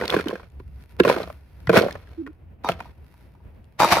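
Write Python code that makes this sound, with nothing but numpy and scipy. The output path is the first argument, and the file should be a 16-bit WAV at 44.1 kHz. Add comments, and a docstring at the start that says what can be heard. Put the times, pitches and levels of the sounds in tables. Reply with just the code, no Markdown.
"""Over a low outdoor rumble, dry clay chunks are tossed three times in a plastic basin: their impacts
excite the damped modes of its floor and wall, they clack together, and loose grit slides after them.
One brief soft hoot, a nearly pure tone, follows in the background. The basin is set down against
a steel pan, which rings in its own modes. Last, a big lump is dragged and rocked in that pan:
friction makes it rasp, and each blow thuds and rings."""
import sys
import numpy as np
from scipy import signal
from scipy.fft import rfft, irfft, next_fast_len
from scipy.io import wavfile
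from scipy.ndimage import map_coordinates

SR = 44100
rng = np.random.default_rng(int(sys.argv[2]) if len(sys.argv) > 2 else 0)


def output_pcm(signal):
    """Save a mono or channel-first signal as 16-bit PCM at the path in sys.argv[1].

    Samples are clipped to [-1, 1] before scaling.
    """
    pcm = np.clip(np.atleast_2d(signal).T, -1, 1) * 32767
    wavfile.write(sys.argv[1], SR, np.round(pcm).astype(np.int16))


N = 176400
T = np.arange(SR // 3) / SR  # time within one short event [s]


def amp(db):
    """Amplitude ratio: a factor of ten per 20 dB."""
    return 10 ** (np.asarray(db) / 20)

def unit(x):
    """Normalisation to rms 1."""
    return x / np.sqrt(np.mean(x ** 2) + 1e-20)

def along(points, hz):
    """Interpolation of (frequency [Hz], value) points on a logarithmic axis."""
    freqs, values = np.transpose(points)
    return np.interp(np.log(hz + 1), np.log(freqs + 1), values)

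def envelope(points):
    """Amplitude envelope through (time [s], level [dB]) points, silent outside them."""
    times, db = np.transpose(points)
    return amp(np.interp(np.arange(N) / SR, times, db, left=-200, right=-200))

def fade(t60):
    """Exponential decay: 60 dB in t60 seconds."""
    return np.exp(-np.log(1000) * T / t60)

def add(track, start, sound):
    """Superposition: a sound joins the track at its start time [s]."""
    part = track[:, max(round(start * SR), 0):][:, :sound.shape[-1]]
    part += sound[..., :part.shape[1]]

def filtered(x, response):
    """Linear filtering: the spectrum is multiplied by a frequency response."""
    n = x.shape[-1]
    padded = next_fast_len(n + 8192)
    return irfft(rfft(x, padded) * response(np.fft.rfftfreq(padded, 1 / SR)), padded)[..., :n]

def minimum_phase(gain):
    """Folding the cepstrum gives a causal response with this gain."""
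    cepstrum = irfft(np.log(np.maximum(gain, 1e-6)))
    half = len(cepstrum) // 2
    return np.exp(rfft(np.r_[cepstrum[0], 2 * cepstrum[1:half], cepstrum[half], np.zeros(half - 1)]))

def grains(per_s, spread_db):
    """Shot noise: two streams of tiny impacts of random size at shared moments."""
    size = amp(spread_db * np.minimum(rng.exponential(size=N), 4))
    return (rng.random(N) < per_s / SR) * size * rng.standard_normal((2, N))

def waver(per_s, depth_db):
    """Random amplitude modulation: a smooth, unevenly swelling gain."""
    knots = rng.standard_normal(N // 40)
    return amp(depth_db * map_coordinates(knots, [np.arange(N) * per_s / SR], mode="wrap"))

# likeness of nearby sounds at the two ears: (frequency [Hz], coherence [0-1])
NEAR_COHERENCE = [(200, 0.96), (1400, 0.78), (2700, 0.25), (5000, 0.14), (9000, 0.3), (13000, .7)]
def stereo(pair, spectrum, coherence=NEAR_COHERENCE, db_per_octave=0):
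    """Partial coherence: two signals are coloured and mixed as mid and side, at rms 1."""
    def response(hz):
        angle = np.arccos(np.clip(along(coherence, hz), -1, 1)) / 2
        db = along(spectrum, hz) + db_per_octave * np.log2((hz + 1) / (SR / 40))
        return minimum_phase(amp(db)) * np.array([np.cos(angle), np.sin(angle)])
    mid, side = filtered(pair, response)
    return unit(np.array([mid + side, mid - side]))

def burst(spectrum, t60, attack_s=0.0011):
    """A broadband transient: coloured noise builds quickly and decays exponentially."""
    return stereo(rng.standard_normal((2, len(T))), spectrum) * fade(t60) * (1 - np.exp(-T / attack_s))

def ring(modes, scatter, attack_s, clock=T):
    """Free vibration: damped modes, varying with each blow and out of phase between the ears."""
    out = np.zeros((2, len(T)))
    for k, (hz, db, t60) in enumerate(modes):
        detune, size, skew = rng.standard_normal(3)
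        ear_phase = np.array([[.5], [-.5]]) * skew * np.arccos(np.clip(along(NEAR_COHERENCE, hz), -1, 1))
        phase = 2 * np.pi * hz * (1 + scatter * detune) * clock + ear_phase
        out += (-1) ** k * amp(db + 2 * size) * fade(t60) * np.sin(phase)
    return out * (1 - np.exp(-T / attack_s))

def resonate(force, modes):
    """Forced vibration: the force is convolved with the impulse response of damped modes."""
    body = sum(amp(db) * fade(t60) * np.sin(2 * np.pi * hz * T) for hz, db, t60 in modes)
    return signal.fftconvolve(force, body[None], axes=1)[:, :force.shape[1]]


# outdoor noise: (frequency [Hz], level [dB])
AIR_SPECTRUM = [(25, -23.5), (45, -11), (70, 1.5), (100, -7), (170, -15.5), (600, -26.5), (1400, -38),
                (2600, -40.5), (3600, -53.5), (7000, -67), (15000, -58)]
# its likeness at the two ears: (frequency [Hz], coherence [0-1])
AIR_COHERENCE = [(60, 1), (500, 0.32), (3000, 0.28), (12000, 0.8)]
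# course of the rumble: (time [s], level [dB])
RUMBLE_ENVELOPE = [(0, -45.5), (.55, -48), (0.639, -34), (0.781, -43), (1.4, -46), (2.8, -45),
                   (3.75, -49.5)]
def air():
    """Amplitude-modulated ambient noise: a low rumble and a faint hiss waver together."""
    noise = stereo(rng.standard_normal((2, N)), AIR_SPECTRUM, AIR_COHERENCE)
    rumble = filtered(noise, lambda hz: 1 / (1 + (hz / 160) ** 4))
    hiss = noise - rumble
    times, db = np.transpose(RUMBLE_ENVELOPE)
    swell = amp(np.interp(np.arange(N) / SR, times, db))
    return waver(per_s=19, depth_db=3) * (swell * rumble + amp(-49) * hiss)

# parts of the hoot: (time [s], duration [s], frequency [Hz], glide [Hz/s], level [dB])
HOOT_NOTES = [(2.172, 0.06, 328.4, -2, -25.5), (2.203, 0.085, 279, -150, -35),
              (2.269, 0.051, 299, 397, -38)]
def hoot():
    """Sinusoids with linear frequency glides form a soft tone that steps down and lifts again."""
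    out = np.zeros((2, N))
    for start, length, hz, glide, db in HOOT_NOTES:
        swell = np.tanh(2 * np.sin(np.pi * np.clip(T / length, 0, 1)) ** 2)
        phase = 2 * np.pi * (hz * T + glide * T ** 2 / 2) + np.array([[-.4], [.4]])
        add(out, start, amp(db + np.array([[-2], [2]])) * swell * np.sin(phase))  # off to the right
    return out

def yard_echo(x):
    """Reverberation: the ground and nearby walls return a short diffuse tail."""
    tail = burst([(100, -8.5), (600, 0), (2500, 0.5), (12000, -4.0)], t60=0.28)
    tail *= 1 - np.exp(-T / 0.013)
    return signal.fftconvolve(x, tail / np.linalg.norm(tail[0]), axes=1)[:, :N]

# soft rubbing, trickling crumbs and a sleeve between the tosses: (time [s], level [dB])
RUSTLE_ENVELOPE = [(.3, -81), (.5, -70), (.74, -68.5), (.82, -58.5), (.87, -72), (.91, -56.5), (.96, -70),
                   (1.3, -55), (1.42, -66.5), (1.64, -62), (1.98, -66), (2.3, -74), (2.62, -92),
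                   (2.86, -62), (2.97, -72.5), (3.1, -65), (3.23, -62.5), (3.35, -73.5), (3.78, -74)]
# rubbing noise: (frequency [Hz], level [dB])
RUSTLE_SPECTRUM = [(200, -6.5), (1200, -8.5), (1700, 1), (3000, -8), (5000, -11.5), (7500, -24),
                   (11000, -13.5), (14000, -18.5), (16000, -25)]
# dry clay under a rubbing hand: (frequency [Hz], level [dB], t60 [s])
RUBBED_CLAY_MODES = [(980, 3, 0.083), (1485, 5.5, 0.013), (2770, -1.5, 0.035)]
def rustle():
    """Friction noise, dotted with single crumbs, drives the clay's resonances."""
    crumbs = amp(-3) * unit(grains(per_s=55, spread_db=2))
    friction = unit(grains(per_s=14000, spread_db=2.5))
    rub = stereo(friction + crumbs, RUSTLE_SPECTRUM)
    return envelope(RUSTLE_ENVELOPE) * (rub + amp(-6) * unit(resonate(rub, RUBBED_CLAY_MODES)))

def basin_reflections(x, count=6, spread_s=0.0046):
    """Comb filtering: close reflections from the curved sides interfere with the direct sound."""
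    paths = rng.random((count, 3))
    def response(hz):
        total = np.ones((2, len(hz)), complex)
        strength = amp(-1) / np.sqrt(count) * hz / (hz + 700)
        for distance, polarity, skew in paths:
            delay = spread_s * (distance + .1) + np.array([[1], [-1]]) * (skew - .5) / 6000
            total += strength * np.sign(polarity - .5) * np.exp(-2j * np.pi * hz * delay)
        return total
    return unit(filtered(x, response))

# sliding grit, one list per movement of the basin: (time [s], level [dB])
GRIT_SLIDES = [
    [(0, -35), (.07, -38), (.14, -28.5), (.2, -35), (.25, -45), (.3, -39), (.38, -48), (.48, -64.5)],
    [(.986, -60), (.998, -25.5), (1.008, -46.5), (1.028, -58), (1.04, -35), (1.095, -20.5), (1.15, -34.5),
     (1.22, -36.5), (1.27, -51.5), (1.34, -84)],
    [(1.715, -36.5), (1.745, -24.5), (1.772, -12.5), (1.81, -26), (1.85, -36), (1.99, -57), (2.15, -58),
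     (2.24, -64)],
    [(2.637, -43), (2.66, -45.5), (2.7, -28.5), (2.76, -57.5), (2.81, -47.5), (2.92, -64)],
]
# grit on plastic: (frequency [Hz], level [dB])
GRIT_SPECTRUM = [(100, -14), (300, -4), (600, -5), (850, -9), (1300, -12.5), (1850, -13.5), (2500, -17),
                 (4500, -24), (6000, -30), (7400, -40.5), (10000, -35), (14000, -39.5), (16000, -44)]
def grit():
    """Granular flow: bunches of crumbs patter over the plastic as shot noise."""
    impacts = waver(per_s=260, depth_db=3) * grains(per_s=1800, spread_db=2)
    patter = basin_reflections(stereo(impacts, GRIT_SPECTRUM))
    return amp(1.5) * sum(envelope(slide) for slide in GRIT_SLIDES) * patter

# small chips clicking: (time [s], level [dB], frequency [Hz])
CHIP_CLICKS = [(0.055, -26.5, 3920), (.079, -19.5, 4390), (0.102, -18, 3460), (0.209, -28, 1670),
               (.284, -21.5, 3030), (1.001, -20, 2977), (1.035, -26.5, 2700), (1.077, -27, 3050),
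               (1.231, -34, 4000), (1.671, -35, 4340), (1.695, -27.5, 3400), (1.82, -25.5, 3700),
               (1.845, -37.5, 4350), (1.909, -32.5, 1740), (1.926, -33.5, 5050), (2.073, -52, 1640),
               (2.688, -19, 2980), (2.719, -29, 2690), (.501, -59, 7000), (3.643, -57, 9100)]
def chips():
    """Damping at constant Q: each chip snaps and rings for 40 cycles, so higher ones die sooner."""
    out = np.zeros((2, N))
    for start, db, hz in CHIP_CLICKS:
        t60 = 40 / hz
        modes = [(hz, 0, t60), (hz * 1.24, -7, t60), (hz * 0.84, -9, t60)]
        tone = ring(modes, scatter=0.0042, attack_s=.0005)
        snap = burst([(400, -19), (3500, 7), (7500, -11.5), (11000, -11), (15000, -18.5)], t60=0.0079)
        add(out, start, amp(db + 5.5) * (tone + amp(2) * snap))
    return out

# the loaded steel pan: (frequency [Hz], level [dB], t60 [s])
PAN_MODES = [(354, -33, 0.095), (662.6, -12.5, 0.027), (865, -5.5, 0.047), (920, -21, 0.27),
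             (936.4, -1.5, 0.056), (1224, -20, 0.16), (1303, -40, 0.13), (2166, -38, 0.0815),
             (2380, -26, .09), (3770, -24, .11), (4680, -21.5, 0.031), (5800, -30, 0.098)]
# the lump dragged in the pan: (time [s], level [dB])
DRAG_ENVELOPE = [(3.779, -70), (3.797, -22.5), (3.845, -29), (3.87, -26.5), (3.905, -26.5), (3.925, -13),
                 (3.945, -22.5), (4, -32)]
# clay rasping on steel: (frequency [Hz], level [dB])
SCRAPE_SPECTRUM = [(100, -9.5), (255, -21), (350, -1), (430, -24), (621, -3), (891, -6.5), (1650, -12),
                   (2320, -10), (3320, -21.5), (3860, -16), (5770, -23), (7140, -32), (13200, -33),
                   (16000, -57)]
def pan_scrape():
    """Stick-slip friction: the dragged lump's tiny slips rasp and keep the pan's modes sounding."""
    slips = grains(per_s=5000, spread_db=0)
    lowest_hz = PAN_MODES[0][0]
    bright_modes = [(hz, db + 6.5 * np.log2(hz / lowest_hz), t60) for hz, db, t60 in PAN_MODES]
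    ringing = stereo(resonate(slips, bright_modes), spectrum=[(1, 0)])
    rasp = stereo(slips, SCRAPE_SPECTRUM, db_per_octave=1)
    return amp(2) * envelope(DRAG_ENVELOPE) * (rasp + amp(-15) * ringing)

# taps and blows on the pan: (time [s], level [dB], relative thud level [dB])
PAN_BLOWS = [(2.645, -19, -0.5), (2.657, -18.5, -17), (2.666, -18.5, -34), (2.855, -34.5, -12),
             (3.14, -52.5, -22), (3.35, -46.5, -33), (3.403, -51, -28), (3.801, -13, 11.5),
             (3.811, -11, -4.5), (3.819, -7.5, 2.5), (3.831, -7, 4.5), (3.844, -12, 11), (3.919, -15, 11),
             (3.925, -15, 10), (3.944, -20, -7), (3.968, -12, 3.5), (3.982, -21, 11.5)]
# the lump's thud: (frequency [Hz], level [dB])
THUD_SPECTRUM = [(50, -21), (160, 4), (330, -1), (650, 4), (1300, 3.5), (2000, -16), (5000, -19),
                 (15000, -31.5)]
def pan_blows():
    """Impulse excitation: the pan rings over a dull thud; softer blows excite less treble."""
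    out = np.zeros((2, N))
    for start, db, thud_db in PAN_BLOWS:
        tilt = 0.11 * (db + 19)  # dB per octave above 950 Hz
        modes = [(hz, mode_db + tilt * max(np.log2(hz / 950), 0), t60) for hz, mode_db, t60 in PAN_MODES]
        steel = ring(modes, scatter=0.0017, attack_s=0.001)
        thud = amp(thud_db - 5) * burst(THUD_SPECTRUM, t60=0.044)
        add(out, start, amp(db) * (steel + thud))
    return out

# contact noise of clay: (frequency [Hz], level [dB])
CONTACT_SPECTRUM = [(300, 5), (1500, 11), (3000, 2), (5000, -6), (7500, -17), (10000, -15.5), (15000, -21)]
# a chunk's own ring: (frequency ratio, level [dB], 60 dB decay [cycles])
CHUNK_MODES = [(1.002, -0.5, 22.5), (1.582, -9, 27)]
def clack(hz, crumble_t60=0.025):
    """Forced resonance: a crumbling corner's run of tiny contacts drives the chunk's modes."""
    modes = [(hz * ratio, db, cycles / (hz * ratio)) for ratio, db, cycles in CHUNK_MODES]
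    rattle = resonate(burst(CONTACT_SPECTRUM, crumble_t60), modes)
    clean_blow_rms = np.sqrt(np.mean(fade(crumble_t60) ** 2) / 2)
    return amp(-0.5) * clean_blow_rms * unit(rattle)

# the loaded plastic floor: (frequency ratio, level [dB], 60 dB decay [cycles])
FLOOR_MODES = [(.46, -13, 10.5), (.76, -5, 14.5), (1, 1.5, 18.5), (1.36, -10, 20)]
# the whole basin flexing: (frequency [Hz], level [dB], t60 [s])
SHELL_MODES = [(125, -20, 0.07), (175, -24, 0.23), (210, -19.5, 0.073)]
# the basin's wall: (frequency [Hz], level [dB], t60 [s])
WALL_MODES = [(1042, -9, 0.033), (1456, -1.5, 0.014), (2266, -31.5, .05), (2445, -17, 0.041)]
# chunks landing, and from 2.687 s the basin set down: (time [s], level [dB], floor pitch [Hz], relative clack
# level [dB], chunk pitch [Hz])
LANDINGS = [(.011, -20.5, 450, -1, 1960), (.021, -17, 468, -5.5, 910), (.036, -24, 388, 2, 895),
            (0.097, -27, 485, 8, 3170), (0.124, -20, 371, 0.5, 1033), (.135, -19.5, 445, 2, 1080),
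            (0.1408, -9.5, 433, -5, 1030), (.164, -10, 400, -6, 1570), (.188, -26.5, 483, 6, 1490),
            (0.195, -18.5, 411, -5, 1420), (.26, -22, 304, -30, 1600), (.27, -23.5, 418, -4, 1630),
            (0.292, -20.5, 373, -10, 1030), (0.309, -25, 560, -2.5, 1040), (0.328, -18, 430, -21, 1496),
            (0.334, -22, 460, -29, 1500), (.354, -27, 480, -1.5, 1560), (.397, -46.5, 597, 8, 1150),
            (0.43, -40.5, 553, -3, 1470), (.599, -37.5, 364, -2.5, 1036), (0.999, -5, 453, -2, 1640),
            (1.0027, -7, 355, -20.5, 1670), (1.049, -8.5, 504, -1.5, 1050), (1.056, -15, 513, -8, 1030),
            (1.071, -8, 450, -21, 1065), (1.078, -18.5, 515, 5, 1540), (1.097, -5, 538, -4.5, 1000),
            (1.111, -17, 470, -1, 1150), (1.14, -25.5, 516, 0, 1330), (1.163, -20.5, 330, -2.5, 1320),
            (1.173, -18.5, 633, -14.5, 850), (1.201, -20, 555, -11.5, 1140), (1.212, -21.5, 476, -12, 1227),
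            (1.236, -28, 660, -6.5, 1248), (1.274, -28.5, 636, -7, 1090), (1.3, -27, 574, -4.5, 1150),
            (1.672, -18.5, 130.6, -4, 1920), (1.693, -3.5, 481, -7, 1580), (1.699, -4.5, 435, -12, 1430),
            (1.731, -13, 470, -2.5, 1030), (1.739, -8.5, 430, -6.5, 1420), (1.757, -9, 502, -6, 2440),
            (1.763, -8.5, 557, -6.5, 2465), (1.769, -5.5, 464, -5, 1470), (1.777, -14, 200, -2, 1466),
            (1.789, -9, 450, -6.5, 1494), (1.811, -10.5, 434, -18.5, 1450), (1.827, -16, 594, -8.5, 850),
            (1.835, -9.5, 490, -21, 1100), (1.85, -16, 540, -33.5, 1100), (1.862, -15, 496, -25, 1088),
            (1.883, -21, 560, -5.5, 1130), (1.953, -27, 572, -2.5, 1100), (2.264, -40.5, 394, 6.5, 1864),
            (2.273, -37, 382, 0.5, 1370), (2.687, -12, 698, -2, 1316), (2.694, -12.5, 615, -14.5, 834),
            (2.803, -26.5, 670, 3, 920)]
def knocks():
    """Modal superposition: each landing excites floor, wall and chunk; heavy ones flex the shell more."""
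    out = np.zeros((2, N))
    sharp_by, sag_s = 0.13, .006  # the floor starts sharp and sinks in pitch as it yields
    sagging = T + sharp_by * sag_s * (1 - np.exp(-T / sag_s))
    for start, db, floor_hz, clack_db, chunk_hz in LANDINGS:
        modes = [(floor_hz * ratio, mode_db, cycles / (floor_hz * ratio))
                 for ratio, mode_db, cycles in FLOOR_MODES]
        floor = ring(modes, scatter=0.021, attack_s=0.0021, clock=sagging)
        shell = amp(0.029 * (db + 12.5)) * ring(SHELL_MODES, scatter=0.008, attack_s=0.0015)
        chunk = clack(chunk_hz)
        wall = ring(WALL_MODES, scatter=0.019, attack_s=0.0011)
        crack = amp(-6) * burst(CONTACT_SPECTRUM, t60=0.025)
        add(out, start, amp(db + 1.5) * (floor + shell + amp(clack_db) * (chunk + wall + crack)))
    return out

# the basin's balance: (frequency [Hz], left minus right level [dB])
BASIN_BALANCE = [(100, -0.5), (280, -1.5), (420, -5.5), (650, 2.5), (1400, -2), (2700, 0), (10000, 0)]
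# its phase difference: (frequency [Hz], left lead [rad])
BASIN_PHASE = [(150, 0), (400, 0.62), (1500, 0), (3000, 1), (10000, 0)]
def basin_direction(hz):
    """Interaural level and phase differences place the basin slightly off centre."""
    ears = np.array([[.5], [-.5]])
    return amp(ears * along(BASIN_BALANCE, hz)) * np.exp(1j * ears * along(BASIN_PHASE, hz))

def scene():
    """Superposition in open air: the basin, the pan in front, their reflections and the background."""
    basin = filtered(knocks() + chips() + grit() + rustle(), basin_direction)
    low_cut = signal.butter(2, 79, "high", fs=SR, output="sos")  # small objects radiate no deep bass
    near = signal.sosfilt(low_cut, basin + pan_scrape() + pan_blows())
    return near + amp(-22.5) * yard_echo(near) + hoot() + air()

def record(dry, top_hz=15800):
    """Soft saturation rounds the peaks, and a steep low-pass limits the bandwidth."""
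    rounded = dry / (1 + np.abs(dry) ** 6) ** (1 / 6)
    return filtered(rounded, lambda hz: 1 / (1 + (hz / top_hz) ** 90))


dry = scene()
out = record(dry)
output_pcm(out)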